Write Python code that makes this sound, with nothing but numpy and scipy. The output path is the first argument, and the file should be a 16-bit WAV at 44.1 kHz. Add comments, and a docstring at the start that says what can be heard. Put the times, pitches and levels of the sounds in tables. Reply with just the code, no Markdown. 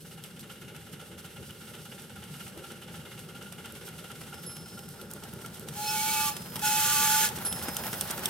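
"""A miniature steam locomotive approaches and passes close by, outdoors with a faint echo.
Its exhaust chuffs four times a wheel turn and rings the chimney. Slack rods clank, cars rumble and thud
over rail joints, cylinders and drains hiss, and a small piece of struck metal rings.
Steam blown through the pipes of a chime whistle gives two breathy blasts."""
import sys
import numpy as np
from scipy import signal
from scipy.fft import rfft, irfft, next_fast_len
from scipy.io import wavfile

SR = 44100
rng = np.random.default_rng(int(sys.argv[2]) if len(sys.argv) > 2 else 0)


def unload_audio(sound):
    """Save the sound as a 16-bit wav file, at the path given as the first command line argument."""
    columns = np.transpose(np.atleast_2d(sound))
    # keep every value between -1 and 1, then stretch to whole-number steps
    steps = np.round(np.clip(columns, -1, 1) * 32767)
    wavfile.write(sys.argv[1], SR, steps.astype(np.int16))


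N = 365588
FFT_SIZE = next_fast_len(N, real=True)
TIME_S, FREQS_HZ = np.arange(N) / SR, np.fft.rfftfreq(FFT_SIZE, 1 / SR)

# cylinder leak spectrum: (frequency [Hz], level [dB])
LEAK_SPECTRUM = [(1500, -13), (3200, 0.5), (4300, 1), (5600, 1), (7000, -2.5), (8700, 3.5), (10300, 0.5),
                 (11300, 4), (12700, -0.5), (14000, -1), (16000, -9.5)]
# cylinder leak resonances: (frequency [Hz], width [Hz], gain [dB])
LEAK_PEAKS = [(8100, 160, 2.5), (9350, 300, 0), (11250, 300, -10), (12600, 420, 4.5)]
# drain hiss spectrum: (frequency [Hz], level [dB])
DRAIN_SPECTRUM = [(2500, -20), (4400, -13), (5500, -7), (7000, -4.5), (8500, -17), (10000, 0), (12500, 6),
                  (16000, 3)]


def amp(db):
    """Decibels to gain."""
    return 10 ** (np.asarray(db) / 20)


def unit_rms(x):
    """Scales to rms 1."""
    return x / np.sqrt(np.mean(x ** 2) + 1e-20)


def over_freq(points):
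    """Interpolates (frequency [Hz], value) on a log axis at every FFT bin."""
    hz, value = np.transpose(points)
    return np.interp(np.log(FREQS_HZ + 1), np.log(hz + 1), value)


def over_time(points):
    """Interpolates (time [s], value) at every sample."""
    return np.interp(TIME_S, *np.transpose(points))


def wander(rate_hz):
    """Slow random motion of rms 1."""
    steps = rng.standard_normal(N // 40)
    return unit_rms(np.interp(2 * rate_hz * TIME_S, np.arange(len(steps)), steps))


def noise(spectrum, peaks=(), lag_ms=0.):
    """Coloured stereo noise of rms 1; the right channel lags."""
    # left-right likeness: (frequency [Hz], coherence [0-1])
    likeness = [(30, .7), (70, .94), (140, .97), (300, .88), (600, .88), (1400, .82), (3000, .65),
                (7000, .48), (15000, .35)]
    gain = amp(over_freq(spectrum))
    gain /= 1 + (FREQS_HZ / (1.5 * spectrum[-1][0])) ** 4
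    gain /= 1 + (spectrum[0][0] / 2 / (FREQS_HZ + 1)) ** 4
    peak_power = sum(amp(db) ** 2 / (1 + (2 * (FREQS_HZ - hz) / width_hz) ** 2) ** 1.5
                     for hz, width_hz, db in peaks)
    gain *= np.sqrt(1 + peak_power)
    left, other = rng.standard_normal((2, 2 * len(FREQS_HZ))).view(complex)
    coherence = over_freq(likeness)
    right = coherence * left + np.sqrt(1 - coherence ** 2) * other
    right *= np.exp(-2j * np.pi * FREQS_HZ * lag_ms / 1000)
    return unit_rms(irfft(np.array([left, right]) * gain, FFT_SIZE)[:, :N])


def bursts(times_s, levels_db, rise_s, decay_s, tail_db, tail_s):
    """Envelope of a row of blows: each swells, dies fast and leaves a weaker tail."""
    t, power = np.arange(SR // 3) / SR, np.zeros(N + SR)
    attack = 1 - np.exp(-(t / rise_s) ** 2)
    shape = attack * (np.exp(-t / decay_s) + amp(tail_db) * np.exp(-t / tail_s))
    for s, db in zip(times_s, levels_db):
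        if 0 <= s < N / SR:
            power[round(s * SR):][:len(t)] += (amp(db) * shape / shape.max()) ** 2
    return np.sqrt(power[:N])


def pipe(hz, level_db, jitter, third_db, lag_ms=.05):
    """A stopped pipe blown with wet steam: an unsteady tone with a weak third harmonic."""
    pitch_hz = hz * (1 + jitter * wander(48))
    lag_s = np.array([[0], [lag_ms / 1000]])
    phase = 2 * np.pi * (np.cumsum(pitch_hz) / SR - pitch_hz * lag_s)
    tone = np.sin(phase) + amp(third_db) * np.sin(3 * phase)
    return np.sqrt(2) * amp(level_db + .6 * wander(30)) * tone


def closeness(s=TIME_S, speed_m_per_s=3., nearest_m=4., nearest_s=8.7):
    """Nearest over present distance on a straight track: 1 when the engine is side-on."""
    return nearest_m / np.hypot(nearest_m, speed_m_per_s * (s - nearest_s))


def passing_db(near_db, falloff, s=TIME_S):
    """Level of a source on the train; amplitude goes as 1 / distance ** falloff."""
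    return near_db + falloff * 20 * np.log10(closeness(s))


def each_turn(phase_turns, start_turns=-.0234):
    """Times [s] at which the driving wheels reach one angle."""
    # driving wheel speed: (time [s], rate [turns/s])
    wheel_rate = [(0, 3.926), (2.5, 4.163), (4.9, 4.507), (5.6, 4.43), (6.6, 4.391), (8.29, 4.015)]
    angle_turns = start_turns + np.cumsum(over_time(wheel_rate)) / SR
    marks = np.arange(np.ceil(angle_turns[-1]) + 1) + phase_turns
    return np.interp(marks, angle_turns, TIME_S, left=-1, right=N / SR + 1)


def throttle(ease_at_s=4.23, ease_length_s=.43):
    """1 while the engine pulls, 0 once the driver has eased off."""
    return np.clip(1 - (TIME_S - ease_at_s) / ease_length_s, 0, 1)


def exhaust(pull_ring_db=5, pull_hiss_db=10):
    """Four puffs a wheel turn hiss from the blast nozzle and ring the chimney, over a steady draught."""
    # uneven exhaust beats: (wheel angle [turns], relative level [dB])
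    beats = [(-.087, 6.5), (0.148, 1.5), (0.389, 4.5), (0.646, 5.5)]
    # spectra: (frequency [Hz], level [dB])
    chimney_spectrum = [(500, -5), (690, -14.5), (790, 0.5), (1080, -3), (1400, 0.5), (2500, -28)]
    nozzle_spectrum = [(250, -16), (420, -4), (560, -10), (690, -42), (830, -13), (1080, -18), (1300, -5),
                       (1650, -0.5), (1950, -4.5), (2380, -4.5), (3400, -1), (4400, -10), (7000, -11.5),
                       (12000, -9), (16000, -29)]
    # resonances: (frequency [Hz], width [Hz], gain [dB])
    chimney_peaks = [(767, 210, 25), (1412, 187, 27.9)]
    nozzle_peaks = [(2140, 124, 5), (2844, 260, 7)]
    times_s = np.concatenate([each_turn(angle) for angle, _ in beats])
    levels_db = np.repeat([db for _, db in beats], len(times_s) // len(beats))
    levels_db = levels_db - .08 * rng.standard_normal(len(times_s))
    puffs = bursts(times_s, levels_db, rise_s=.0067, decay_s=.028, tail_db=-7.5, tail_s=.072)
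    flow = unit_rms(np.hypot(puffs, .24))  # puffs plus draught
    ring_db = passing_db(-48.5, falloff=.95) + pull_ring_db * throttle()
    hiss_db = passing_db(-54.5, falloff=.62) + pull_hiss_db * throttle()
    ring = amp(ring_db) * noise(chimney_spectrum, chimney_peaks, lag_ms=.004)
    hiss = amp(hiss_db) * noise(nozzle_spectrum, nozzle_peaks, lag_ms=.0035)
    return flow * (ring + hiss) * amp(wander(4))


def wheels(light_joints_per_s=2.2):
    """Cars rumble; wheels roar, grind and thud over rail joints."""
    # spectra: (frequency [Hz], level [dB])
    rumble_spectrum = [(20, -25), (45, -23), (65, -13), (80, -3.5), (95, -7.5), (125, -2.5), (175, -0.5),
                       (230, -4), (285, -14.5), (400, -28)]
    roar_spectrum = [(200, -17), (285, -17), (335, 0.5), (400, 0), (480, -1.5), (585, -4.5), (670, -18),
                     (810, -20), (1080, -21), (1400, -18), (2000, -24), (5000, -48)]
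    grind_spectrum = [(300, -32), (570, 2.5), (690, -4), (790, 4.5), (900, 1), (1070, -3), (1300, -3),
                      (1600, -0.5), (2300, -8.5), (3300, -8.5), (4300, -11), (8000, -21), (16000, -14.5)]
    thud_spectrum = [(50, -43), (100, -3.5), (160, 5.5), (220, -9), (320, -14.5), (550, -20), (690, -44),
                     (1000, -50)]
    # heaviest drops over a joint: (time [s], level [dB])
    heavy_joints = [(0.028, -48), (.14, -48), (.455, -52), (.635, -48), (.926, -43), (1.367, -43.5),
                    (2.3, -42), (3.727, -44), (5.217, -45), (5.332, -38.5), (5.61, -43), (5.689, -40.5),
                    (6.073, -40), (6.555, -41), (6.649, -41), (7.929, -39.5)]
    rumble = amp(passing_db(-43.3, falloff=.5) + 1.22 * wander(12)) * noise(rumble_spectrum)
    roar = amp(passing_db(-49, falloff=.44) + 1.96 * wander(15)) * noise(roar_spectrum)
    grind = amp(passing_db(-40.3, falloff=2.1) + 2.94 * wander(25)) * noise(grind_spectrum, lag_ms=.079)
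    light_s = TIME_S[rng.random(N) < light_joints_per_s / SR]
    light_db = passing_db(-47, falloff=.2, s=light_s)
    s, db = np.hstack([np.transpose(heavy_joints), [light_s, light_db]])
    thuds = bursts(s, db, rise_s=.0051, decay_s=.02, tail_db=-10.5, tail_s=.095) * noise(thud_spectrum)
    return rumble + roar + grind + thuds


def leak(pull_db=1.5):
    """Steam leaks unevenly from the cylinders, more at each piston stroke and while pulling."""
    s = np.concatenate([each_turn(-.016), each_turn(.39)])
    strokes = bursts(s, np.zeros(len(s)), rise_s=.0054, decay_s=.013, tail_db=-18, tail_s=.031)
    level_db = passing_db(-45, falloff=.79) + pull_db * throttle() + 2 * wander(22) + 1.26 * wander(7.1)
    return amp(level_db) * np.hypot(.85, .7 * strokes) * noise(LEAK_SPECTRUM, LEAK_PEAKS, lag_ms=.025)


def rod_knocks(scatter_db=1.5, side_on_db=13):
    """Slack rods knock each turn, loudest side-on. 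Returns (time [s], treble [dB], body [dB])."""
    # knocks in one turn: (wheel angle [turns], base treble [dB], base body [dB])
    knocks = [(0, -32.5, -42), (.41, -42, -46), (.68, -45, -44)]
    rows = []
    for angle, treble_db, body_db in knocks:
        s = each_turn(angle)
        level_db = passing_db(-scatter_db * rng.standard_normal(len(s)), falloff=.93, s=s)
        side_db = side_on_db * closeness(s) ** .91
        rows += zip(s, treble_db + level_db + side_db, body_db + level_db + .88 * side_db)
    return rows


def rods(rattle_count=260):
    """Slack rods, couplings and levers scrape briefly, then knock; a fine rattle fills the gaps."""
    # stray coupling and lever clanks: (time [s], relative treble [dB], relative body [dB])
    clanks = [(0.2374, -36, -56), (.243, -40, -57), (.393, -40.5, -61), (1.922, -50, -41),
              (2.1584, -47, -54), (2.575, -41, -42), (3.524, -36.5, -44), (3.657, -40, -46),
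              (4.214, -39, -37), (5.016, -57, -55), (5.238, -48, -49), (5.4484, -48, -38),
              (5.686, -34.5, -44), (6.368, -34, -40), (6.557, -26, -31.5), (6.564, -29, -33),
              (7.376, -43, -30), (7.615, -42, -32), (7.6837, -27, -23.5), (7.837, -33, -32),
              (7.845, -36, -33), (7.9292, -27.5, -30), (7.939, -32, -32), (8.022, -36, -34),
              (8.099, -34, -29.5), (8.1055, -27, -33), (8.192, -33, -34), (8.235, -33, -33)]
    # spectra: (frequency [Hz], level [dB])
    clink_spectrum = [(1500, -16), (3200, 7), (4300, -2.5), (5600, 2.5), (7000, -4), (11500, 0.5),
                      (14000, 2.5), (16000, -13)]
    clunk_spectrum = [(200, 6.5), (500, 0), (690, 3), (830, -1), (1080, -2.5), (1450, -0.5), (2200, -2.5),
                      (3200, -13), (4500, -17), (8000, -23)]
    # rod resonances: (frequency [Hz], width [Hz], gain [dB])
    steel_peaks = [(2960, 400, -2.5), (5600, 550, -3.5), (8500, 2000, 7.5)]
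    s, treble_db, body_db = np.transpose(rod_knocks() + clanks)
    scrape = bursts(s - .007, treble_db - 28, rise_s=.011, decay_s=.0047, tail_db=-23, tail_s=.014)
    clink = bursts(s - .0005, treble_db - 4.5, rise_s=.0025, decay_s=.0013, tail_db=-29.5, tail_s=.013)
    clunk = bursts(s - .001, body_db - 5, rise_s=.0014, decay_s=.0015, tail_db=-10, tail_s=.013)
    when, softness = rng.random((rattle_count, 2)).T
    rattle_s, rattle_db = when * N / SR, -15 * np.sqrt(softness)
    rattle = bursts(rattle_s, rattle_db, rise_s=.0059, decay_s=.0058, tail_db=-18, tail_s=.009)
    rattle *= amp(passing_db(-36.5, falloff=1))
    treble = np.hypot(clink + scrape, rattle) * noise(clink_spectrum, steel_peaks, lag_ms=.0091)
    body = np.hypot(clunk, .5 * rattle) * noise(clunk_spectrum, lag_ms=.03)
    return treble + body


def woods_echo(x, t60_s=.66, wet_db=-14, delay_s=.025, cutoff_hz=4000):
    """Trees and sheds scatter back a faint, dull echo."""
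    t = np.arange(SR) / SR
    taps = rng.standard_normal((2, SR)) * (rng.random((2, SR)) < .05)
    taps *= amp(-60 * t / t60_s) * (t > delay_s)
    taps = signal.lfilter(*signal.butter(1, cutoff_hz, fs=SR), taps / np.linalg.norm(taps[0]))
    return amp(wet_db) * signal.fftconvolve(x.mean(0)[None], taps, axes=1)[:, :N]


def spits():
    """Single spurts of steam escape from the cylinders and their drains."""
    # spurts: (time [s], half length [s], level [dB], drain share of power [0-1])
    spurts = [(.408, 0.01, -47.5, 0.037), (.933, 0.011, -47.5, 0.077), (1.195, 0.011, -47.5, 0.02),
              (1.252, 0.011, -52, 0.52), (1.47, 0.023, -50, 0.0021), (1.66, 0.13, -55, 0.16),
              (1.855, 0.0044, -56, .6), (2.42, 0.042, -50, 0), (3.87, 0.013, -46, 0.081),
              (4.435, .01, -47, .4), (5.546, 0.0052, -44, .2), (7.367, 0.008, -39, 0.071),
              (7.465, 0.01, -35.5, 0), (7.637, .009, -36, 0.81), (7.79, 0.0045, -41, .3),
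              (7.877, .014, -42, 1), (8.245, .012, -37, 0.8)]
    leak_power, drain_power = np.zeros((2, N))
    for s, half_s, db, drain_share in spurts:
        power = amp(db) ** 2 * np.exp(-np.minimum(((TIME_S - s) / half_s) ** 2, 100))
        leak_power += power * (1 - drain_share)
        drain_power += power * drain_share
    leak_hiss = np.sqrt(leak_power) * noise(LEAK_SPECTRUM, LEAK_PEAKS, lag_ms=.028)
    return leak_hiss + np.sqrt(drain_power) * noise(DRAIN_SPECTRUM, lag_ms=.047)


def hard_puffs(chimney_hz=1394):
    """The hardest puffs bark at the nozzle and ring the chimney on one clear note."""
    # puffs: (time [s], ring [dB], bark [dB])
    puffs = [(.495, -55, -50), (.612, -56, -61), (1.358, -52, -52), (1.495, -64, -48.5), (1.737, -56, -48),
             (1.785, -60, -56), (1.915, -53, -52), (2.398, -55, -46), (2.638, -48, -62),
             (2.699, -46.5, -54), (2.818, -55, -49), (3.285, -53, -54), (3.358, -49, -58),
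             (3.412, -52, -53), (3.458, -47, -54), (3.645, -50, -49), (4.1, -52, -60), (4.322, -45, -56),
             (4.49, -49.5, -71), (4.77, -49, -55), (4.99, -47, -66), (5.442, -44, -61)]
    # nozzle bark: (frequency [Hz], level [dB])
    bark_spectrum = [(1500, -8), (2400, -10), (2900, 7), (3400, -2), (4200, -14), (8000, -34)]
    s, ring_db, bark_db = np.transpose(puffs)
    note = pipe(chimney_hz, 0, jitter=.014, third_db=-35, lag_ms=.004)
    ring = bursts(s, ring_db, rise_s=.0035, decay_s=.012, tail_db=-14, tail_s=.071)
    bark = bursts(s, bark_db, rise_s=.0062, decay_s=.01, tail_db=-24, tail_s=.027)
    return ring * note + bark * noise(bark_spectrum, lag_ms=.004)


def ticks():
    """Light steel parts tap with a thin, bright tick."""
    # taps: (time [s], level [dB])
    taps = [(2.02, -44), (3.722, -41), (4.888, -40), (5.112, -35), (5.135, -33.5), (5.335, -38.5),
            (5.595, -37), (7.69, -35), (7.745, -34.5), (7.767, -23.5), (7.931, -40), (8.0095, -24),
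            (8.1075, -28), (8.111, -26.5), (8.2567, -26)]
    # tick spectrum: (frequency [Hz], level [dB])
    spectrum = [(3000, -22), (5600, -5), (8000, -1.5), (10500, 2), (13000, 2), (16000, -7)]
    s, db = np.transpose(taps)
    envelope = bursts(s, db, rise_s=.0012, decay_s=.0012, tail_db=-27, tail_s=.01)
    return envelope * noise(spectrum, lag_ms=.014)


def ringing(strikes, modes, attack_s):
    """Struck metal rings in decaying modes; soft jolts spare the top ones."""
    out = np.zeros((2, N + 3 * SR))
    lowest_hz, top_hz = modes[0][0], modes[-1][0]
    for s, strike_db, tilt_db_per_oct, top_db in strikes:
        for hz, mode_db, t60_s in modes:
            t = np.arange(round(t60_s * SR)) / SR
            phase = 2 * np.pi * (hz * t + rng.random() + .48 * rng.random((2, 1)))
            hardness_db = tilt_db_per_oct * np.log2(hz / lowest_hz) + top_db * (hz == top_hz)
            level_db = strike_db + mode_db + hardness_db - 60 * t / t60_s
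            envelope = amp(level_db) * np.minimum(t / attack_s, 1)
            out[:, round(s * SR):][:, :len(t)] += envelope * np.sin(phase)
    return out[:, :N]


def struck_metal():
    """A small metal piece rings long; the hardest knocks ring a rod briefly."""
    # strikes: (time [s], level [dB], tilt [dB/octave], top mode boost [dB])
    piece_strikes = [(4.337, -38.5, -25, 0), (4.462, -31.5, -10, 9), (5.785, -54, -12, 0),
                     (6.32, -32.5, -24, 2), (7.45, -25.5, -1.5, 1), (7.655, -34.5, -30, 0)]
    rod_strikes = [(7.767, -54, -3, 0), (8.0102, -33.5, 4.5, -7), (8.257, -23, -1, 3)]
    # modes: (frequency [Hz], level [dB], t60 [s])
    piece_modes = [(5168, -17, 1.95), (7208, -30, .7), (10782, 1, .45), (10860, -15, .35), (11133, -5, .45)]
    rod_modes = [(3278, -2, .04), (3600, 1, .02), (5400, -5, .03), (6024, -4, .03), (6864, 0, .008),
                 (7709, -5, .025), (8527, -2, .018), (10900, -3, .022), (12250, -6, .025)]
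    piece = ringing(piece_strikes, piece_modes, attack_s=.0022)
    return piece + ringing(rod_strikes, rod_modes, attack_s=.00021)


def drains(open_at_s=5.7, opening_s=1):
    """The cylinder drains open and blow steam as the engine comes near."""
    opening = np.clip((TIME_S - open_at_s) / opening_s, 0, 1)
    level_db = passing_db(-44.5, falloff=.36) + 3.6 * wander(25)
    return opening * amp(level_db) * noise(DRAIN_SPECTRUM, lag_ms=.026)


def whistle(low_hz=860, middle_hz=1171, high_hz=1467, speak_flow=.22, lock_db=-44.5):
    """Steam flow blows three pipes in a roaring jet: the low sings, the middle catches, the high rasps."""
    # per blast, at full flow: (jet [dB], low pipe [dB], high pipe [dB])
    blasts = [(-28.5, -35.5, -62), (-24, -31.5, -44.5)]
    # valve curve per blast: (time [s], opening [0-1])
    valve = [
        [(5.71, 0), (5.75, .09), (5.77, .2), (5.85, .4), (5.96, .75), (6.1, .92), (6.284, 1), (6.308, .33),
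         (6.345, 0)],
        [(6.612, 0), (6.655, .68), (6.72, .68), (6.9, .87), (7.2, 1), (7.255, .95), (7.28, .25), (7.31, 0)],
    ]
    # steam jet: (frequency [Hz], level [dB])
    jet_spectrum = [(600, -50), (740, -36), (860, -11), (980, -34), (1090, -42), (1200, -18), (1300, -9),
                    (1450, -7.5), (1560, -12), (1700, -4.5), (2050, -9), (2300, -5.5), (2420, -4.5),
                    (2700, 0), (3300, 2), (3850, -0.5), (4200, 2), (4780, -1), (5300, 0.5), (7500, 1.5),
                    (9600, 2), (11500, 5), (16000, -1.5)]
    # breathy pipe resonances: (frequency [Hz], width [Hz], first blast gain [dB], second blast gain [dB])
    pipe_peaks = [(858, 30, 13, 13), (1200, 50, 8, 11), (1440, 80, 13, 15.5), (1570, 120, -15, 6),
                  (1706, 70, 5, 9), (2030, 220, -15, 6), (2280, 110, 8, 2), (2566, 50, 7, 6),
                  (3120, 240, -3, -1), (4300, 130, 2, -6), (5370, 110, 5, 2), (6430, 130, 7, 9),
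                  (7450, 200, -2, 4.5)]
    # middle pipe catches, robbing the low: (time [s], half length [s], level [dB], low pipe dip [dB])
    catches = [(6.216, 0.048, -48, -2), (6.296, 0.029, -34, 3), (6.915, 0.12, -39, 7),
               (7.036, 0.034, -39, -0.5), (7.168, 0.02, -42, 1), (7.271, 0.03, -46, 12)]
    middle_gain, robbed_db = amp(-51), 0
    for s, half_s, db, dip_db in catches:
        swell = np.exp(-((TIME_S - s) / half_s) ** 2)
        middle_gain += swell * amp(db)
        robbed_db += swell * dip_db
    middle_db = 20 * np.log10(middle_gain)
    sharpness = .035 / (1 + amp(middle_db - lock_db) ** 2)  # middle pipe is sharp until it locks
    out = np.zeros((2, N))
    for k, (jet_db, low_db, high_db) in enumerate(blasts):
        flow = over_time(valve[k])
        speaking = flow ** 4 / (flow ** 4 + speak_flow ** 4)
        tuning = 1 - .049 * (1 - flow) ** 2 + .00222 * wander(9)  # weak steam flattens, unsteady bends
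        third_db = -19 + 20 * np.log10(flow + 1e-9)
        low = pipe(low_hz * tuning, low_db - robbed_db, jitter=.00414, third_db=third_db)
        middle_tuning = tuning + sharpness + .006 * wander(20)
        middle = pipe(middle_hz * middle_tuning, middle_db + 1.3 * wander(28), jitter=.0097, third_db=-28)
        high = pipe(high_hz, high_db + 2 * wander(15), jitter=.014, third_db=-22)
        peaks = [(hz, width_hz, gains_db[k]) for hz, width_hz, *gains_db in pipe_peaks]
        jet = amp(jet_db + .5 * wander(60)) * noise(jet_spectrum, peaks, lag_ms=.043)
        out += speaking * low + flow ** 2 * (middle + high) + flow ** .8 * jet
    return out


def valve_squeals():
    """Steam squeezes through the opening whistle valve and sings for a moment."""
    # squeals: (time [s], length [s], start pitch [Hz], end pitch [Hz], level [dB], jitter [fraction])
    squeals = [(5.775, 0.18, 4120, 4410, -41.5, 0.025), (5.846, .096, 5245, 5420, -32, 0.01),
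               (6.651, 0.012, 6720, 6600, -27, .016), (6.652, 0.049, 5360, 5350, -30.5, .005)]
    out = np.zeros((2, N))
    for s, length_s, from_hz, to_hz, db, jitter in squeals:
        count = round(length_s * SR)
        hz = np.linspace(from_hz, to_hz, count) * (1 + jitter * wander(320)[:count])
        tone = np.sin(2 * np.pi * np.cumsum(hz) / SR)
        out[:, round(s * SR):][:, :count] += amp(db) * signal.windows.hann(count) * tone
    return out


def whistle_flares():
    """Pipe resonances take turns to lock on to the jet and swell into clear notes."""
    # notes: (frequency [Hz], jitter [fraction], swells as (time [s], half length [s], level [dB]))
    notes = [(870, 0.0063, [(6.58, 0.0068, -42), (7.305, .016, -42)]),
             (1448, 0.00716, [(5.92, 0.043, -43.5), (6.055, .03, -44), (6.125, 0.023, -46), (6.2, .03, -47),
             (6.665, 0.032, -35.5), (6.8, .03, -49), (6.88, 0.042, -35), (7.0, 0.033, -39),
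             (7.15, 0.018, -33), (7.25, 0.023, -37)]), (1708, 0.0099, [(7.06, .04, -46),
             (7.245, 0.034, -40)]), (2267, 0.0129, [(5.99, 0.028, -40.5), (6.09, 0.03, -38),
             (6.18, 0.018, -39), (7.07, .02, -42), (7.21, .03, -45)]), (2580, 0.0025, [(5.9, 0.042, -42),
             (6.2, 0.084, -42), (6.67, 0.046, -44), (6.755, 0.088, -40.5), (6.98, 0.037, -39.5),
             (7.24, 0.033, -42)])]
    out = np.zeros((2, N))
    for hz, jitter, swells in notes:
        envelope = sum(amp(db) * np.exp(-((TIME_S - s) / half_s) ** 2) for s, half_s, db in swells)
        out += envelope * pipe(hz, 0, jitter, third_db=-32)
    return out


def scene():
    """The whole train in the open air; the nearer the engine, the drier it sounds."""
    engine = struck_metal() + exhaust() + hard_puffs() + rods() + ticks()
    engine += whistle() + whistle_flares() + valve_squeals()
    engine += leak() + spits() + drains()
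    return engine + woods_echo(engine / closeness() ** .26) + wheels()


def record(dry, cutoff_hz=15900):
    """Slight left-right colour difference, then a low-pass."""
    # channel balance: (frequency [Hz], left minus right [dB])
    balance = [(60, 1), (200, .8), (600, -.4), (1300, .5), (2400, -1.2), (4400, -.3), (8000, -2.4),
               (15000, -3)]
    channel_gain = amp(over_freq(balance) * np.array([[.5], [-.5]]))
    coloured = irfft(rfft(dry, FFT_SIZE) * channel_gain, FFT_SIZE)[:, :N]
    lowpass = signal.firwin(511, cutoff_hz, window=("kaiser", 9), fs=SR)
    return signal.oaconvolve(coloured, lowpass[None], "same")


dry = scene()
out = record(dry)
unload_audio(out)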